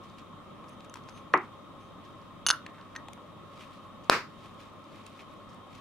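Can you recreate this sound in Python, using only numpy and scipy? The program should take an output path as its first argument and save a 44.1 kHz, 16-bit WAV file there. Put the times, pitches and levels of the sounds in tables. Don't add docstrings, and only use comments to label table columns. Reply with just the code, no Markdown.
import sys
import numpy as np
from scipy import signal
from scipy.io import wavfile
from scipy.ndimage import uniform_filter1d

SR = 44100
rng = np.random.default_rng(int(sys.argv[2]) if len(sys.argv) > 2 else 0)


def unload_audio(sound):
    columns = np.transpose(np.atleast_2d(sound))
    steps = np.round(np.clip(columns, -1, 1) * 32767)
    wavfile.write(sys.argv[1], SR, steps.astype(np.int16))


def boost_factor(decibels):
    exponent = np.asarray(decibels, float) / 20
    return 10 ** exponent


N = 255912


def evened(x):
    return x / np.sqrt(np.mean(x ** 2) + 1e-20)


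def read(points, hz):
    f, value = np.transpose(points)
    return np.interp(np.log(hz + 1), np.log(f + 1), value)


def add(mix, start_s, sound, pan_db=0., lag_samples=1):
    for port, side in enumerate((1, -1)):
        part = mix[port, round(start_s * SR) + port * lag_samples:][:len(sound)]
        part += sound[:len(part)] * boost_factor(side * pan_db / 2)


def ring(modes, contact_ms, spread_db=0., free=1.):
    t = np.arange(4500) / SR
    place_db = spread_db * rng.standard_normal(len(modes))
    tones = np.zeros(len(t))
    for (hz, db, t60_s), extra_db in zip(modes, place_db):
        fall_db = 60 * t / (t60_s * free)
        tones += boost_factor(db + extra_db - fall_db) * np.sin(2 * np.pi * hz * t)
    return tones * (1 - np.exp(-1000 * t / contact_ms))


def noise(level_db, same, size, patchy_db):
    frames, hz = 4 * N // size + 5, np.fft.rfftfreq(size, 1 / SR)
    a, b, c, d, patch = rng.standard_normal((frames, len(hz), 5)).T
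    patch = uniform_filter1d(patch, size=12, axis=0)
    patch = evened(uniform_filter1d(patch, size=8, axis=1))
    likeness = np.clip(same(hz), -1, 1)[:, None]
    left = a + 1j * b
    right = likeness * left + np.sqrt(1 - likeness ** 2) * (c + 1j * d)
    z = np.array([left, right]) * boost_factor(level_db(hz)[:, None] + patchy_db * patch)
    return evened(signal.istft(z, nperseg=size, noverlap=3 * size // 4)[1][:, :N])


def strokes(rows, span_db=20.5):
    t = np.arange(0, N + 16, 16) / SR
    gain = np.zeros(len(t))
    for peak_s, db, swell_s, fade_s in rows:
        away = np.maximum((peak_s - t) / swell_s, (t - peak_s) / fade_s)
        gain += boost_factor(db - span_db * away)
    return np.interp(np.arange(N) / SR, t, gain)


def tick(db, hz, ms):
    t = np.arange(2400) / SR
    burst = rng.standard_normal(len(t)) * np.exp(-1000 * t / ms)
    peak = signal.iirpeak(hz, 1.8, fs=SR)
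    tone = signal.lfilter(*peak, signal.lfilter(*peak, burst))
    band_hz = [0.5 * hz, min(2.2 * hz, SR / 2.5)]
    edge = signal.lfilter(*signal.butter(2, band_hz, "band", fs=SR), burst)
    sound = tone + 0.094 * edge
    return boost_factor(db) * sound / abs(sound).max()


# frequency in Hz, level in dB, t60 in s.
SHUT = [(281, -11, 0.0045), (633, -3, 0.0039), (1214, .3, 0.0036), (1600, -8, 0.004)]
# frequency in Hz, level in dB, t60 in s.
LIP = [(2300, -22, 0.006), (3250, -10, 0.0035), (4000, -5, .0032), (4600, -15, 0.007), (5250, -19, 0.007),
       (6200, -19, 0.004), (7800, -14, 0.003), (9350, -19, 0.004), (11200, -27, .003)]
CLIMB_S, CLIMB_DB = 4.0974, 2.2
RELEASE_S, RELEASE_DB = 4.0979, -.6


def snap():
    out = np.zeros((2, N))
    add(out, CLIMB_S, boost_factor(CLIMB_DB) * ring(SHUT, .35), .3)
    release = ring(SHUT, .15) + boost_factor(3.5) * ring(LIP, .06)
    add(out, RELEASE_S, -boost_factor(RELEASE_DB) * release, .3)
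    return out


# frequency in Hz, level in dB, t60 in s.
LID = [(3000, -11.5, .04), (2922, -0.5, 0.056), (6180, -5.5, 0.05), (6296, 0.7, 0.069), (9800, -2.5, 0.05),
       (11460, -29.5, .03), (12600, -23, 0.0305), (14780, -24, 0.049)]
# frequency in Hz, level in dB, t60 in s.
CASE = [(1243, -6, 0.011), (1446, 4.5, 0.011), (2320, -13, .006), (3700, -3, 0.006), (4370, 1.1, 0.004),
        (5100, -5, 0.0038), (5510, -12.5, .003), (7830, -19, 0.00316)]
# start in s, crack in dB, lid ring in dB, hollow knock in dB, freedom to ring 0-1.
CLATTER = [(0.897, -57, -45, -70, 0.18), (2.4652, -9.5, -21.5, -17.5, 0.8), (2.4694, -16, -22, -25.5, 0.7),
           (2.4864, -11, -19, -21.5, 0.27), (2.4907, -14, -22, -29.5, 0.5), (2.4933, -16, -26.5, -37, 0.6),
           (2.5024, -8, -19, -13, 0.54), (2.5092, -6, -29.5, -28.5, 0.34), (2.5131, -17.5, -37, -22, .35),
           (2.5297, -44, -65, -44, .5), (2.539, -46.5, -56, -32, .3)]
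# frequency in Hz, level in dB, t60 in s.
RIM = [(1700, -.6, 0.013), (1860, 2.5, 0.045), (2250, -7, 0.021), (3150, -8, .012), (3760, -11, 0.019),
       (6250, -13, 0.047), (8700, -20, 0.0055)]
# start in s, level in dB, freedom to ring 0-1.
NUDGES = [
    (2.663, -41, 0.22),
    (2.9614, -32, 0.98),
]
# peak in s, level in dB, swell in s, fade in s.
LID_RUBS = [(.735, -72, .09, .02), (.8, -82, .03, .006), (1.096, -76, .06, .04), (1.184, -68, 0.086, 0.036),
            (1.812, -79, 0.041, .14)]


def lid():
    out = np.zeros((2, N))
    for k, (start_s, crack_db, ring_db, hollow_db, free) in enumerate(CLATTER):
        pan_db = (-1) ** (k + 1)
        add(out, start_s, boost_factor(crack_db) * ring(CASE[2:], 0.17, 2.5), pan_db)
        add(out, start_s, boost_factor(hollow_db) * ring(CASE[:2], 0.38, 1.8), pan_db)
        add(out, start_s, boost_factor(ring_db) * ring(LID, 0.29, 1.0, free), pan_db, lag_samples=0)
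    for start_s, db, free in NUDGES:
        add(out, start_s, boost_factor(db) * ring(RIM, 0.16, 2.4, free), .4)
    singing = evened(signal.oaconvolve(rng.standard_normal(N), ring(LID, .1))[:N])
    port_gain = boost_factor(np.array([[-2.1], [2.2]]))
    return out + boost_factor(5.0) * strokes(LID_RUBS) * singing * port_gain


# start in s, level in dB, lid edge pitch in Hz, edge level in dB.
KNOCK = [
    (1.3383, -14, 1700, -5),
    (1.3402, -14, 1120, -6.5),
    (1.3420, -19, 1100, -10.5),
]
# frequency in Hz, level in dB, t60 in s.
TABLE = [(294, -12, 0.088), (460, 0.5, 0.012), (575, -8, 0.014), (890, -6, 0.017), (1330, .1, 0.008),
         (2380, -7, 0.017), (2780, -16, 0.013), (5200, -46, 0.0053), (6050, -22.5, 0.012)]


def knock():
    out = np.zeros((2, N))
    for start_s, db, edge_hz, edge_db in KNOCK:
        ping = ring([(edge_hz, edge_db, .012)], 0.13)
        add(out, start_s, boost_factor(db) * ring(TABLE, 0.77) + ping, .3)
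    return signal.lfilter(*signal.butter(2, 220, "high", fs=SR), out)


# start in s, peak in dB, centre in Hz, pan in dB.
TICKS = [(0.038, -55, 5000, 11), (0.0988, -51, 5100, 8), (.185, -55, 3940, 1), (0.806, -40.5, 3200, 3),
         (.8464, -52, 7550, 7), (0.9402, -48, 12000, 4), (.9406, -39.5, 4500, 8), (1.0377, -53, 4840, 3),
         (1.095, -43, 4530, 9), (1.334, -45, 4970, -11), (1.3757, -42, 4760, 4), (2.2164, -55, 4980, -2),
         (2.812, -44.5, 2880, .1), (3.0846, -47.5, 8000, 9), (3.1335, -41.5, 10500, 2.5),
         (4.0374, -54, 5060, 1.2), (4.044, -50.5, 5960, 4), (4.543, -58, 8700, 1.2), (4.735, -58, 8700, 0),
         (4.842, -51, 5000, 4), (5.038, -57, 6160, 7), (5.065, -41, 8000, -1.2), (5.338, -55, 8500, 1.2),
         (5.545, -57, 8500, 2), (5.7304, -57, 5950, -.6)]
# start in s, peak in dB, duller part in Hz, brighter part in Hz, pan in dB.
TAPS = [(0.9401, -36, 1510, 7250, 8), (0.9558, -35, 1100, 2590, 2.2), (1.088, -37, 1090, 4830, 5),
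        (2.6638, -31, 2250, 3700, 2), (2.9626, -35.5, 3350, 5400, -0.8), (3.0844, -36, 910, 3000, 3),
        (3.1324, -42, 2650, 6000, 7)]
# start in s, peak in dB, centre in Hz, length in ms.
SLIPS = [(.6414, -39.5, 1080, 5.5), (.6835, -53, 5200, 4.6), (.6914, -51, 9000, 5.4), (.957, -45, 5500, 6),
         (1.174, -46, 2600, 9), (2.0494, -55, 5000, 8), (2.745, -49, 2000, 23), (2.781, -42.5, 1410, 32),
         (2.9523, -36, 1600, 5.5), (3.1755, -41, 1096, 3.9), (4.43, -52, 2500, 13), (4.59, -51.5, 2920, 19),
         (5.075, -58, 4500, 18), (5.191, -42.5, 2500, 15), (5.205, -43.5, 2400, 3.8), (5.49, -58, 5500, 18),
         (5.53, -62, 5500, 18)]
TICK_MS, TAP_MS, TAP_BRIGHT_DB, SLIP_PAN_DB = 1.4, 2, -4, 1


def ticks():
    out = np.zeros((2, N))
    for start_s, db, hz, pan_db in TICKS:
        add(out, start_s, tick(db, hz, TICK_MS), pan_db)
    for start_s, db, dull_hz, bright_hz, pan_db in TAPS:
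        dull = tick(db, dull_hz, TAP_MS)
        bright = tick(db + TAP_BRIGHT_DB, bright_hz, TAP_MS)
        add(out, start_s, dull + bright, pan_db)
    for start_s, db, hz, ms in SLIPS:
        add(out, start_s, tick(db, hz, ms), SLIP_PAN_DB)
    return out


# frequency in Hz, density in dB per Hz.
SKIN = [(500, -39), (1200, -10), (2500, -1.5), (4500, -9.5), (7000, -17.5), (11000, -24), (15800, -36)]
# peak in s, level in dB, swell in s, fade in s.
RUBS = [(.036, -67.5, 0.035, 0.28), (.186, -58, 0.0086, .04), (.69, -74, .03, .03), (.74, -74, .2, 0.017),
        (.804, -74, .05, .05), (.848, -61.5, .013, .016), (.97, -64, 0.011, .06), (1.094, -67, .035, .05),
        (1.172, -69, .12, 0.16), (1.44, -71, .1, .1), (1.814, -71, 0.037, 0.13), (2.046, -71.5, .03, .3),
        (2.214, -80, .02, .16), (2.7, -76, .05, .04), (2.85, -74.5, 0.16, .02), (2.94, -73, .13, .006),
        (3.2, -78, .01, 0.22), (3.62, -59, 0.14, 0.096), (3.74, -65.5, .1, .12), (3.842, -75, .03, .1),
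        (4.04, -67.5, .01, .1), (4.464, -65.5, 0.25, 0.18), (4.604, -63, 0.037, 0.13),
        (4.958, -66.5, 0.19, 0.21), (5.066, -62.5, 0.009, 0.018), (5.218, -64, 0.25, 0.035),
        (5.33, -68.5, 0.089, 0.046), (5.54, -70, .28, .07), (5.758, -60.5, 0.091, .1)]


def skin():
    slips = boost_factor(2.2 * evened(uniform_filter1d(rng.standard_normal(N), size=180)))
    hiss = noise(lambda hz: read(SKIN, hz), lambda hz: 0.53 + 0 * hz, size=256, patchy_db=1.0)
    return boost_factor(6.0) * strokes(RUBS) * hiss * evened(slips)


def desk(x, echo_db=-17.0, fall_db_per_ms=2.0):
    ms = rng.uniform(.8, 10, (2, 12))
    sign = rng.choice([-1., 1.], (2, 12))
    taps = np.zeros((2, 512))
    np.put_along_axis(taps, (ms * SR / 1000).astype(int), sign * boost_factor(echo_db - fall_db_per_ms * ms), 1)
    return x + signal.oaconvolve(x, taps, axes=1)[:, :N]


# frequency in Hz, t60 in s.
ROOM = [(150, 0.43), (500, 0.19), (1200, 0.27), (2500, 0.25), (5000, 0.28), (10000, 0.22), (15000, 0.25)]
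# frequency in Hz, left-right likeness 0-1.
ROOM_SAME = [(200, 1), (1000, 0.88), (3000, 0.18), (10000, 0.1)]


def walls(colour, first_ms, build_ms, length):
    taps = np.zeros((2, SR // 2))
    at = np.arange(0, SR // 2 - 10, 10) + rng.integers(0, 10, (2, SR // 20 - 1))
    np.put_along_axis(taps, at, rng.choice([-1., 1.], at.shape), 1)
    hz, t, z = signal.stft(taps, SR, nperseg=512)
    same = np.clip(read(ROOM_SAME, hz), 0, 1)[:, None]
    z[1] = same * z[0] + np.sqrt(1 - same ** 2) * z[1]
    t60_s = length * read(ROOM, hz)[:, None]
    z *= boost_factor(read(colour, hz)[:, None] - 60 * t / t60_s)
    tail = signal.istft(z, SR, nperseg=512)[1]
    ms = 1000 * np.arange(tail.shape[1]) / SR
    tail = tail * (1 - np.exp(-np.maximum(ms - first_ms, 0) / build_ms)) ** 2
    return tail / np.linalg.norm(tail[0])


def answer(start_s, db, tail):
    out = np.zeros((2, N))
    out[:, round(start_s * SR):][:, :tail.shape[1]] = boost_factor(db) * tail
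    return out


# frequency in Hz, level in dB.
ROOM_COLOUR = [(60, -43.5), (130, -12), (300, -6.5), (1200, 9.5), (3000, -0.5), (6000, -8.5), (12000, 5.5)]
# frequency in Hz, density in dB per Hz.
KNOCK_SENT = [(71, -58), (120, -25), (231, -24), (310, 6), (568, -14), (856, -1), (1270, -0.5),
              (1590, -11.5), (2000, -5.5), (2170, -8), (6000, -69), (7800, -78), (13200, -120)]
# frequency in Hz, density in dB per Hz.
SNAP_SENT = [(71, -41.5), (120, -27), (301, -10), (544, -4), (640, -11.5), (801, -8.5), (1280, -4.5),
             (2270, -9.5), (2410, -8.5), (3280, -20.5), (5030, -18), (5800, -24.5), (15800, -43.5)]
KNOCK_SENT_DB, SNAP_SENT_DB = 9, 9


def room(small, metal):
    sent = (boost_factor(-8.5) * small + boost_factor(-13.5) * metal).mean(0)[None]
    echo = signal.oaconvolve(sent, walls(ROOM_COLOUR, 6.84, 3.5, 0.87), axes=1)[:, :N]
    echo += answer(KNOCK[0][0], KNOCK_SENT_DB, walls(KNOCK_SENT, 0.96, 0.81, 0.83))
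    echo += answer(CLIMB_S, SNAP_SENT_DB, walls(SNAP_SENT, 2.4, 16.5, 0.93))
    return echo


# frequency in Hz, density in dB per Hz.
DRONE = [(22, -18.5), (48, -6), (70, -15.5), (150, -3), (250, -6), (400, -10.5), (720, -14), (1000, -12.5),
         (1350, -14.5), (1480, -22.5), (2500, -24), (3900, -27.5), (4450, -34.5), (15800, -47)]
# centre in Hz, width in Hz, rise over the drone in dB.
HUMPS = [(100, 15, 12), (201.6, 19.7, 9), (294.4, 18, 5.1), (574, 76, 7.2), (1091.5, 47, 15),
         (1246, 95, 9.56), (1840, 74, 3), (3220, 290, 6), (3700, 115, 10), (9150, 330, 2.2)]
# frequency in Hz, left-right likeness -1 to 1.
SAME = [(60, 0.0017), (120, 0.6), (240, 0.68), (480, 0.45), (950, 0.8), (1890, 0.46), (3770, 0.024),
        (7520, -0.055), (15000, -0.33)]
DRONE_DB = -49


def drone():
    def colour(hz):
        humps_db = sum(db * np.exp(-2 * ((hz - f) / width) ** 2) for f, width, db in HUMPS)
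        return read(DRONE, hz) + humps_db
    port_gain = boost_factor(np.array([[.45], [-.45]]))
    return boost_factor(DRONE_DB) * noise(colour, lambda hz: read(SAME, hz), size=1024, patchy_db=1.08) * port_gain


def hum(hz=100, rms_db=-63.5):
    return np.sqrt(2) * boost_factor(rms_db) * np.sin(2 * np.pi * hz * np.arange(N) / SR)


def scene():
    small, metal = ticks(), lid()
    near = desk(small + metal + knock() + snap())
    return near + skin() + room(small, metal) + drone() + hum()


def roll_off(x):
    return signal.sosfilt(signal.butter(12, 15930, fs=SR, output="sos"), x)


def record(dry):
    miked = signal.lfilter(*signal.butter(1, 35, "high", fs=SR), dry)
    held = np.clip(miked, -.97, .97)
    edge = signal.firwin(255, 15900, window=("kaiser", 9), fs=SR)
    finished = signal.oaconvolve(held, edge[None], "same")
    return roll_off(finished)


dry = scene()
out = record(dry)
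unload_audio(out)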